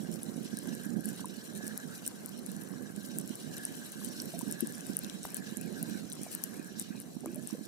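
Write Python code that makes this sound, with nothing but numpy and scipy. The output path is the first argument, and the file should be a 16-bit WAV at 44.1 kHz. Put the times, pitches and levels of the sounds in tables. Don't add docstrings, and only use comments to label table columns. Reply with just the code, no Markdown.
import sys
import numpy as np
from scipy import signal
from scipy.fft import rfft, irfft, next_fast_len
from scipy.io import wavfile
from scipy.ndimage import uniform_filter1d

SR = 44100
rng = np.random.default_rng(int(sys.argv[2]) if len(sys.argv) > 2 else 0)


def generate_wav(signal):
    frames = np.transpose(np.atleast_2d(signal))
    scaled = np.clip(frames, -1, 1) * 32767
    pcm = np.round(scaled).astype(np.int16)
    wavfile.write(sys.argv[1], SR, pcm)


N = 338335

# [f/Hz, relative left level/dB, relative right level/dB, t60/s]
MODES = [(2950, -9.5, -7, 0.004), (4013, -11.5, -10, 0.0087), (4550, -7, -8, 0.0021),
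         (5740, -5, -5, 0.0044), (7200, -10.5, -8.5, 0.0048), (8470, 0.5, 3, 0.0031),
         (9870, 10.5, 4.5, 0.00092), (12060, 0.5, -11, 0.0026), (14400, -5.5, -18, 0.0017)]
HISS_TOP_HZ = 15600


def reel():
    # [t/s, left peak level/dB, brightest f/Hz, left over right beyond 14 dB/dB]
    clear_ticks = [(0.1431, -39, 9500, 3), (0.158, -32, 6000, 0), (0.232, -19.5, 11700, -6),
                   (0.245, -33, 10000, 0), (0.4314, -35, 12000, 2), (0.571, -24, 9000, -10),
                   (0.5882, -20.5, 8400, -4), (0.633, -33, 11000, -5), (0.6734, -28, 11500, 0),
                   (0.855, -26, 9700, 0), (1.044, -30, 12000, 3), (1.0562, -17.5, 11200, -7),
                   (1.0886, -22, 9200, 3), (1.1308, -30, 10300, 6), (1.1613, -30, 11400, 6),
                   (1.2065, -26, 10200, -10), (1.2569, -22.5, 10300, -9), (1.441, -33, 8000, 0),
                   (1.5758, -28, 9400, 2), (1.644, -29, 10500, 4), (1.6789, -21.5, 7940, -11),
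                   (1.7764, -15, 11200, -6), (1.979, -29, 12000, 3), (2.064, -28, 9650, -23),
                   (2.077, -10, 9200, 15), (2.085, -27, 10500, 4), (2.251, -39, 9500, 3),
                   (2.26, -22, 10200, 8), (2.292, -25, 10700, 17), (2.376, -32, 11500, 4),
                   (2.391, -32, 11700, -3), (2.431, -39, 10500, 3), (2.463, -22, 9800, -7),
                   (2.5167, -25, 9000, 2), (2.5652, -26.5, 8950, -9), (2.612, -27.5, 10500, 3),
                   (2.62, -33, 8000, 1), (2.6878, -30, 9100, 0), (2.697, -37, 10500, 3),
                   (2.9622, -26.5, 8900, 1), (3.0619, -28, 11500, 0), (3.0864, -28.5, 9500, 3),
                   (3.1858, -13.5, 11100, -7), (3.1986, -27, 9300, 11), (3.2764, -25.5, 10000, -7),
                   (3.2929, -26.5, 9700, 4), (3.355, -23.5, 9800, -8), (3.568, -24.5, 8600, 10),
                   (3.581, -24, 7600, 8), (3.6518, -15, 9700, -10), (3.753, -28, 9300, -2),
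                   (3.9199, -25, 10300, -7), (4.0469, -17, 10200, -4), (4.0535, -29, 9500, 3),
                   (4.0625, -26, 9500, 3), (4.2011, -26, 4340, -19), (4.2188, -25.5, 11200, 0),
                   (4.383, -36, 10500, 3), (4.391, -20, 9500, 2), (4.4115, -27, 7000, 10),
                   (4.4169, -23, 9000, 6), (4.482, -28, 12100, 0), (4.5117, -16.5, 10400, 1),
                   (4.5244, -16, 9700, -4), (4.6065, -13, 11600, -5), (4.6175, -35, 9800, 4),
                   (4.672, -21, 9900, -9), (4.6957, -33, 10400, 5), (4.7235, -22.5, 9350, 15),
                   (4.8075, -27, 7600, 2), (4.867, -26, 9800, 7), (4.905, -29, 10400, 14),
                   (4.968, -11.5, 10100, -7), (4.9906, -13, 11180, 1), (5.036, -27, 11000, 0),
                   (5.0458, -23.5, 5100, 19), (5.0975, -24, 4100, 20), (5.2395, -30, 9950, 3),
                   (5.2547, -21.5, 11200, -4), (5.304, -25, 8900, -4), (5.3446, -14, 10600, -5),
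                   (5.3676, -17.5, 10000, 3), (5.5707, -28, 9000, -24), (5.6123, -22.5, 10900, 18),
                   (5.8282, -14.5, 11900, -7), (5.897, -29, 8100, 6), (6.0997, -26, 10000, 4),
                   (6.1186, -29, 4330, -14), (6.1253, -20.5, 9400, 11), (6.1318, -20.5, 10500, 6),
                   (6.153, -31, 9500, 2), (6.2159, -26.5, 9100, 11), (6.2335, -24.5, 9900, -13),
                   (6.316, -25, 9650, -4), (6.329, -30, 12000, 4), (6.3503, -11, 10600, 4),
                   (6.417, -32, 11000, 1), (6.4377, -12.5, 9400, 19), (6.4398, -19, 9500, -3),
                   (6.6453, -30, 10600, 6), (6.6767, -32, 9500, 5), (6.7971, -11, 8900, 9),
                   (6.823, -22, 9450, 7), (6.9686, -37, 11500, 7), (7.001, -23, 10600, 4),
                   (7.259, -23, 9800, 17), (7.3453, -28, 10200, 9), (7.3584, -24, 12000, -1),
                   (7.4733, -21.5, 9600, 15), (7.4891, -35, 8650, -11)]
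    # [t/s, hiss in the body level/dB, rasp of the line level/dB]
    rubbing_drive = [(0, -63.5, -65.5), (0.3, -66.5, -69.5), (0.37, -63, -64.5), (0.78, -60.5, -62),
                     (0.92, -67, -64.5), (1.15, -59.5, -58.5), (1.4, -64.5, -66), (2.1, -63.5, -65),
                     (2.75, -67, -68), (3.5, -61, -60.5), (4.2, -60.5, -57), (5.0, -61, -61.5),
                     (5.6, -64, -67), (5.95, -59.5, -62), (6.15, -64.5, -67), (6.36, -60, -61),
                     (6.55, -66.5, -71.5), (6.8, -60, -69.5), (6.95, -65, -64), (7.15, -67.5, -67),
                     (7.67, -66, -61)]
    # [centre t/s, level/dB]
    scuff_rows = [(.03, -57), (.14, -51), (0.228, -60), (0.768, -58), (1.08, -53.5), (1.45, -59),
                  (1.569, -53), (1.67, -55.5), (1.962, -57.5), (2.071, -54.5), (2.48, -58.5),
                  (2.612, -57.5), (3.06, -54.5), (3.178, -54), (3.93, -60), (4.041, -54.5), (4.4, -49.5),
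                  (4.89, -57), (5.261, -53), (5.37, -52.5), (5.582, -60.5), (5.788, -56.5), (5.9, -57),
                  (6.24, -55), (6.331, -50), (6.438, -54), (6.569, -59), (6.66, -59.5), (6.8, -51),
                  (7.49, -57.5)]
    scuff_half_width_s, scuff_in_body_db = 0.016, -12

    body_db, line_db = in_time(rubbing_drive)
    scuff_power = bumps(*np.transpose(scuff_rows), scuff_half_width_s)
    body_power = from_db(2 * body_db) + from_db(2 * scuff_in_body_db) * scuff_power
    line_power = from_db(2 * line_db) + scuff_power
    body_db, line_db = 10 * np.log10(body_power), 10 * np.log10(line_power)
    faint_ticks = ticks(strays(line_db, count=330))
    rubbing = patchy(rasp(body_db, line_db) + faint_ticks)
    return whir(*crank()) + rubbing + ticks(clear_ticks)


def crank():
    # [push t/s, push level/dB, return level/dB]
    turns = [(-0.27, -67, -61), (0.72, -56.5, -58.5), (1.632, -54.5, -58.5), (2.65, -59, -59.5),
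             (3.662, -54.5, -58), (4.64, -53.5, -58.5), (5.501, -55, -59), (6.501, -58.5, -68),
             (6.833, -62.5, -88), (7.449, -64, -84)]
    push_half_width_s, return_half_width_s, speed_up_half_width_s = 0.18, 0.19, 0.22
    return_share = 0.39
    slow_hz, push_rise_hz, coast_db = 1571, 94.4, -86

    push_s, push_db, return_db = np.transpose(turns)
    turn_s = np.diff(push_s)
    return_s = push_s + return_share * np.append(turn_s, turn_s[-1])
    power = bumps(push_s, push_db, push_half_width_s)
    power = power + bumps(return_s, return_db, return_half_width_s) + from_db(2 * coast_db)
    pitch_hz = slow_hz + push_rise_hz * bumps(push_s, 0 * push_db, speed_up_half_width_s)
    return pitch_hz, 10 * np.log10(power)


def whir(hz, level_db):
    wander_hz = 28
    turning = np.exp(2j * np.pi * np.cumsum(hz + wander_hz * drift(9.15)) / SR)
    flutter_db = 3.2 * drift(20)
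    shared = wobble(95)
    left, right = [rms_one((turning * (shared + .45 * wobble(140))).real) for port in range(2)]
    return from_db(level_db + flutter_db) * ports(left, right)


def rasp(body_db, rasp_db):
    body_top_hz = 7500
    pitch_wander = 0.015
    out, t = np.zeros((2, N)), np.arange(N) / SR
    rubbing = .5 * rms_one(grains(1500, 4.5)) + .9 * rng.standard_normal((2, N))
    catching_db = 2.5 * drift(45)
    for hz, left_db, right_db, t60_s in MODES:
        in_body = hz < body_top_hz
        drive_db = body_db - 2.5 if in_body else rasp_db - 12.5
        patches_db = 1.5 * drift(25) + catching_db
        rung = ring(from_db(drive_db + patches_db) * rubbing, hz, t60_s)
        warped_t = t - np.cumsum(pitch_wander * drift(6)) / SR * in_body
        out += from_db([[left_db], [right_db]]) * [np.interp(warped_t, t, port) for port in rung]
    high_pass = signal.butter(4, 2100, "high", fs=SR, output="sos")
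    return ports(*signal.sosfilt(high_pass, out))


def ticks(rows):
    contact_t20_s = 0.0007
    hz, left_db, right_db, t60_s = np.transpose(MODES)[:, :, None]
    out, t = np.zeros((2, N)), np.arange(round(0.013 * SR)) / SR
    modes = from_db(-60 * t / t60_s) * np.sin(2 * np.pi * hz * t)
    port_db = np.hstack([left_db, right_db]).T
    for s, level_db, bright_hz, pan_db in rows:
        near_db = -12.0 * np.log2(hz[:, 0] / bright_hz) ** 2
        blow_db = port_db + near_db + rng.normal(0, 2.65, (2, len(hz)))
        blows = from_db(blow_db) * rng.choice([-1, 1], len(hz))
        touches = (rng.standard_normal(len(t)) ** 3 * from_db(-20 * t / contact_t20_s))[:160]
        struck = signal.lfilter(touches, 1, blows @ modes)
        band = signal.butter(3, [.68 * bright_hz, HISS_TOP_HZ], "band", fs=SR, output="sos")
        tick = signal.sosfilt(band, struck)
        tick /= np.abs(tick).max(axis=1, keepdims=True)
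        i = min(round(s * SR), N - len(t))
        out[:, i:i + len(t)] += from_db([[level_db], [level_db - pan_db - 14.0]]) * tick
    return ports(*out)


def strays(line_db, count):
    base_db, spread_db, clump_db = -42, 4, 5.0
    chance = np.cumsum(from_db(line_db + clump_db * drift(25)))
    when, size, hue, side = rng.random((count, 4)).T
    s = np.searchsorted(chance / chance[-1], when) / SR
    level_db = base_db - spread_db * np.log(0.033 + size)
    bright_hz = 6500 + 7000 * hue
    pan_db = 3.1 + 50.0 * (side - .5)
    return np.transpose([s, level_db, bright_hz, pan_db])


def ports(left, right):
    left_lag_s = .00018
    return np.array([np.roll(left, round(left_lag_s * SR)), right])


def wind():
    # [t/s, left level/dB, right level/dB]
    port_levels = [(0, -56, -35), (0.9, -54, -37), (1.4, -56.5, -40), (2.45, -52, -42), (2.8, -59.5, -38.5),
                   (3.3, -53, -38.5), (3.55, -51, -42.5), (4.4, -53, -40.5), (5.1, -51.5, -41.5),
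                   (5.9, -54, -39), (6.2, -52, -40), (7.0, -54.5, -41.5), (7.35, -57, -40),
                   (7.67, -54, -41)]
    # [t/s, drive level/dB, port (0 left, 1 right)]
    buffets = [(0.026, -32, 1), (0.087, -19.5, 1), (0.408, -23, 1), (0.451, -22, 1), (0.531, -24, 1),
               (0.682, -22, 1), (0.858, -19.5, 1), (0.986, -20.5, 1), (2.562, -24.5, 1), (3.3, -21, 1),
               (4.426, -22.5, 1), (4.472, -20, 1), (4.622, -14.5, 0), (4.636, -21, 0), (4.891, -18.5, 1),
               (5.518, -22, 1), (5.565, -24, 1), (5.705, -24, 1), (5.882, -22, 1), (5.948, -21, 1),
               (6.59, -21.5, 1), (6.9, -21, 1), (7.161, -23, 1), (7.258, -31, 1), (7.524, -18.5, 1),
               (7.606, -23.5, 1)]
    # [f/Hz, relative left level/dB, relative right level/dB]
    spectrum = np.array([(30, -42, -21), (61, -19, -28.5), (115, 1, -14), (179, 10.5, -1), (219, 2, 0.5),
                         (293, 9.5, -6.5), (416, -4.5, -13.5), (756, -3.5, -26.5), (1070, -67, -46),
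                         (2500, -51, -81)])

    out = np.zeros((2, N))
    for port, level_db in enumerate(in_time(port_levels)):
        lumps_db = 3.36 * drift(8.3) + 0.15 * drift(2.1)
        eddies = rng.standard_normal(N) * from_db(lumps_db) + 5.75 * grains(110, 3.94)
        out[port] = from_db(level_db) * colour(eddies, spectrum[:, [0, 1 + port]])
    t = np.arange(round(.05 * SR)) / SR
    swell = (t / 0.01) ** 2 * np.exp(2 - 2 * t / 0.0066)
    for (s, level_db, port), (pitch, phase) in zip(buffets, rng.random((len(buffets), 2))):
        cycles = (190 + 50 * pitch) * t + phase
        knock = np.sin(2 * np.pi * cycles) + 0.52 * np.sin(2 * np.pi * 1.458 * cycles)
        i = round(s * SR)
        out[round(port), i:i + len(t)] += (from_db(level_db) * swell * knock)[:N - i]
    return signal.sosfilt(signal.butter(2, 70, "high", fs=SR, output="sos"), out)


def water():
    # [t/s,
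    # level/dB, f/Hz, t60/s, relative pitch rise/(1/s)]
    plop_rows = [(1.195, -31.5, 1020, 0.005, 0), (1.243, -33, 990, 0.031, 0), (4.337, -33, 656, 0.07, 2.5),
                 (4.41, -29, 970, 0.022, -1), (4.63, -27, 374, 0.033, -5), (5.252, -26.5, 855, 0.0033, 0),
                 (6.264, -33.5, 665, 0.016, 3), (7.235, -37, 740, 0.017, -1), (7.244, -24.5, 470, 0.01, -7),
                 (7.258, -32, 595, 0.015, -4), (7.259, -31, 1100, 0.0065, 0),
                 (7.258, -35.5, 309.7, 0.25, 2.5), (7.266, -41.5, 1300, 0.03, -12),
                 (7.349, -50, 870, 0.029, -2), (7.36, -47, 597, 0.18, 1), (7.548, -34, 503, 0.037, -5)]
    small = sum(ring(grains(3.0, 4.0), hz, 14.0 / hz) for hz in np.geomspace(400, 2400, 10))
    plops = small * from_db(-60)
    t = np.arange(round(.11 * SR)) / SR
    uneven = from_db(3.5 * drift(90))
    for s, level_db, hz, t60_s, rise in plop_rows:
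        i = round(s * SR)
        attack = np.minimum(t / min(.12 * t60_s, .004), 1)
        shape = from_db(level_db - 60 * t / t60_s) * attack * uneven[i:][:len(t)]
        tone = np.sin(2 * np.pi * hz * (t + rise * t * t / 2))
        plops[i:i + len(t)] += (shape * tone)[:N - i]
    return wash() + plops


def wash():
    # [f/Hz, relative level/dB]
    spectrum = [(200, -21), (450, 5.5), (750, -1.5), (1100, -2.5), (2000, -6), (3500, -29.5), (7000, -7),
                (12600, -10), (13200, -14), (15500, -18)]
    # [t/s, level/dB]
    course = [(0, -58), (6.0, -56.5), (7.67, -64)]
    swell_db, droplet_share, alike = 1.5, 0.7, 0.55
    mid, side = rng.standard_normal((2, N)) + droplet_share * rms_one(grains(900, 4.1))
    out = np.sqrt(alike) * mid + np.sqrt(1 - alike) * side * [[1], [-1]]
    level_db = in_time(course)[0] + swell_db * drift(4.5)
    return from_db(level_db) * patchy(colour(out, spectrum))


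def whistles():
    # [centre t/s, level/dB, top f/Hz]
    notes = [(5.06, -57, 2660), (5.35, -60, 2620), (5.63, -57.5, 2570), (5.93, -60.5, 2490),
             (6.25, -58, 2420), (6.6, -61, 2510), (6.95, -59.5, 2550), (7.32, -61, 2590)]
    out, arch = np.zeros(N, complex), np.linspace(-1, 1, round(.13 * SR))
    for s, level_db, top_hz in notes:
        phase = 2 * np.pi * np.cumsum(top_hz * (1 - .2 * arch ** 2)) / SR
        note = np.exp(1j * phase) * np.sqrt(1 - arch ** 2)
        i = round(s * SR) - len(arch) // 2
        out[i:i + len(arch)] += from_db(level_db) * note
    hoarse = (.4 + .6 * wobble(140)) * from_db(3 * drift(40) - 1)
    return (out * hoarse).real * from_db([[-3.0], [0]])


def from_db(db):
    return 10 ** (np.asarray(db) / 20)


def rms_one(x):
    return x / np.sqrt(np.mean(x ** 2) + 1e-20)


def in_time(rows):
    s, *columns = np.transpose(rows)
    return [np.interp(np.arange(N) / SR, s, c) for c in columns]


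def bumps(times_s, levels_db, half_width_s):
    t = np.arange(N) / SR
    return sum(from_db(2 * db) * np.exp(-((t - s) / half_width_s) ** 2)
               for s, db in zip(times_s, levels_db))


def colour(x, points):
    hz, db = np.transpose(points)
    size = next_fast_len(N)
    grid_hz = np.maximum(np.arange(size // 2 + 1) * SR / size, 1)
    gain = from_db(np.interp(np.log(grid_hz), np.log(hz), db))
    return rms_one(irfft(rfft(x, size) * gain, size)[..., :N])


def drift(rate_hz):
    r = np.exp(-40 * np.pi * rate_hz / SR)
    noise = rng.standard_normal(N // 20 + 4002)
    slow = signal.lfilter([1], [1, -2 * r, r * r], noise)[4000:]
    return np.interp(np.arange(N) / 20, np.arange(len(slow)), rms_one(slow))


def wobble(rate_hz):
    return drift(rate_hz) + 1j * drift(rate_hz)


def grains(per_s, spread_db):
    sizes = from_db(spread_db * np.minimum(rng.exponential(1, N), 4)) * rng.choice([-1, 1], N)
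    return sizes * (rng.random(N) < per_s / SR)


def ring(clicks, hz, t60_s):
    r, w = from_db(-60 / (t60_s * SR)), 2 * np.pi * hz / SR
    return signal.lfilter([0, np.sin(w)], [1, -2 * r * np.cos(w), r * r], clicks + 1e-18)


def patchy(x):
    depth_db, patch_s, patch_hz = 3.5, 0.035, 260
    hz, s, cells = signal.stft(x, SR, nperseg=512)
    field = rng.standard_normal(cells.shape[1:])
    for axis, size in enumerate([patch_hz / hz[1], patch_s / s[1]]):
        field = uniform_filter1d(field, round(size), axis=axis)
    gain = from_db(depth_db * np.minimum(rms_one(field), 1)) * (hz < HISS_TOP_HZ)[:, None]
    return signal.istft(cells * gain, SR, nperseg=512)[1][:, :N]


def scene():
    return reel() + wind() + water() + whistles()


def record(dry):
    cutoff_hz = 16800
    return signal.sosfilt(signal.cheby2(20, 60, cutoff_hz, fs=SR, output="sos"), dry)


dry = scene()
out = record(dry)
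generate_wav(out)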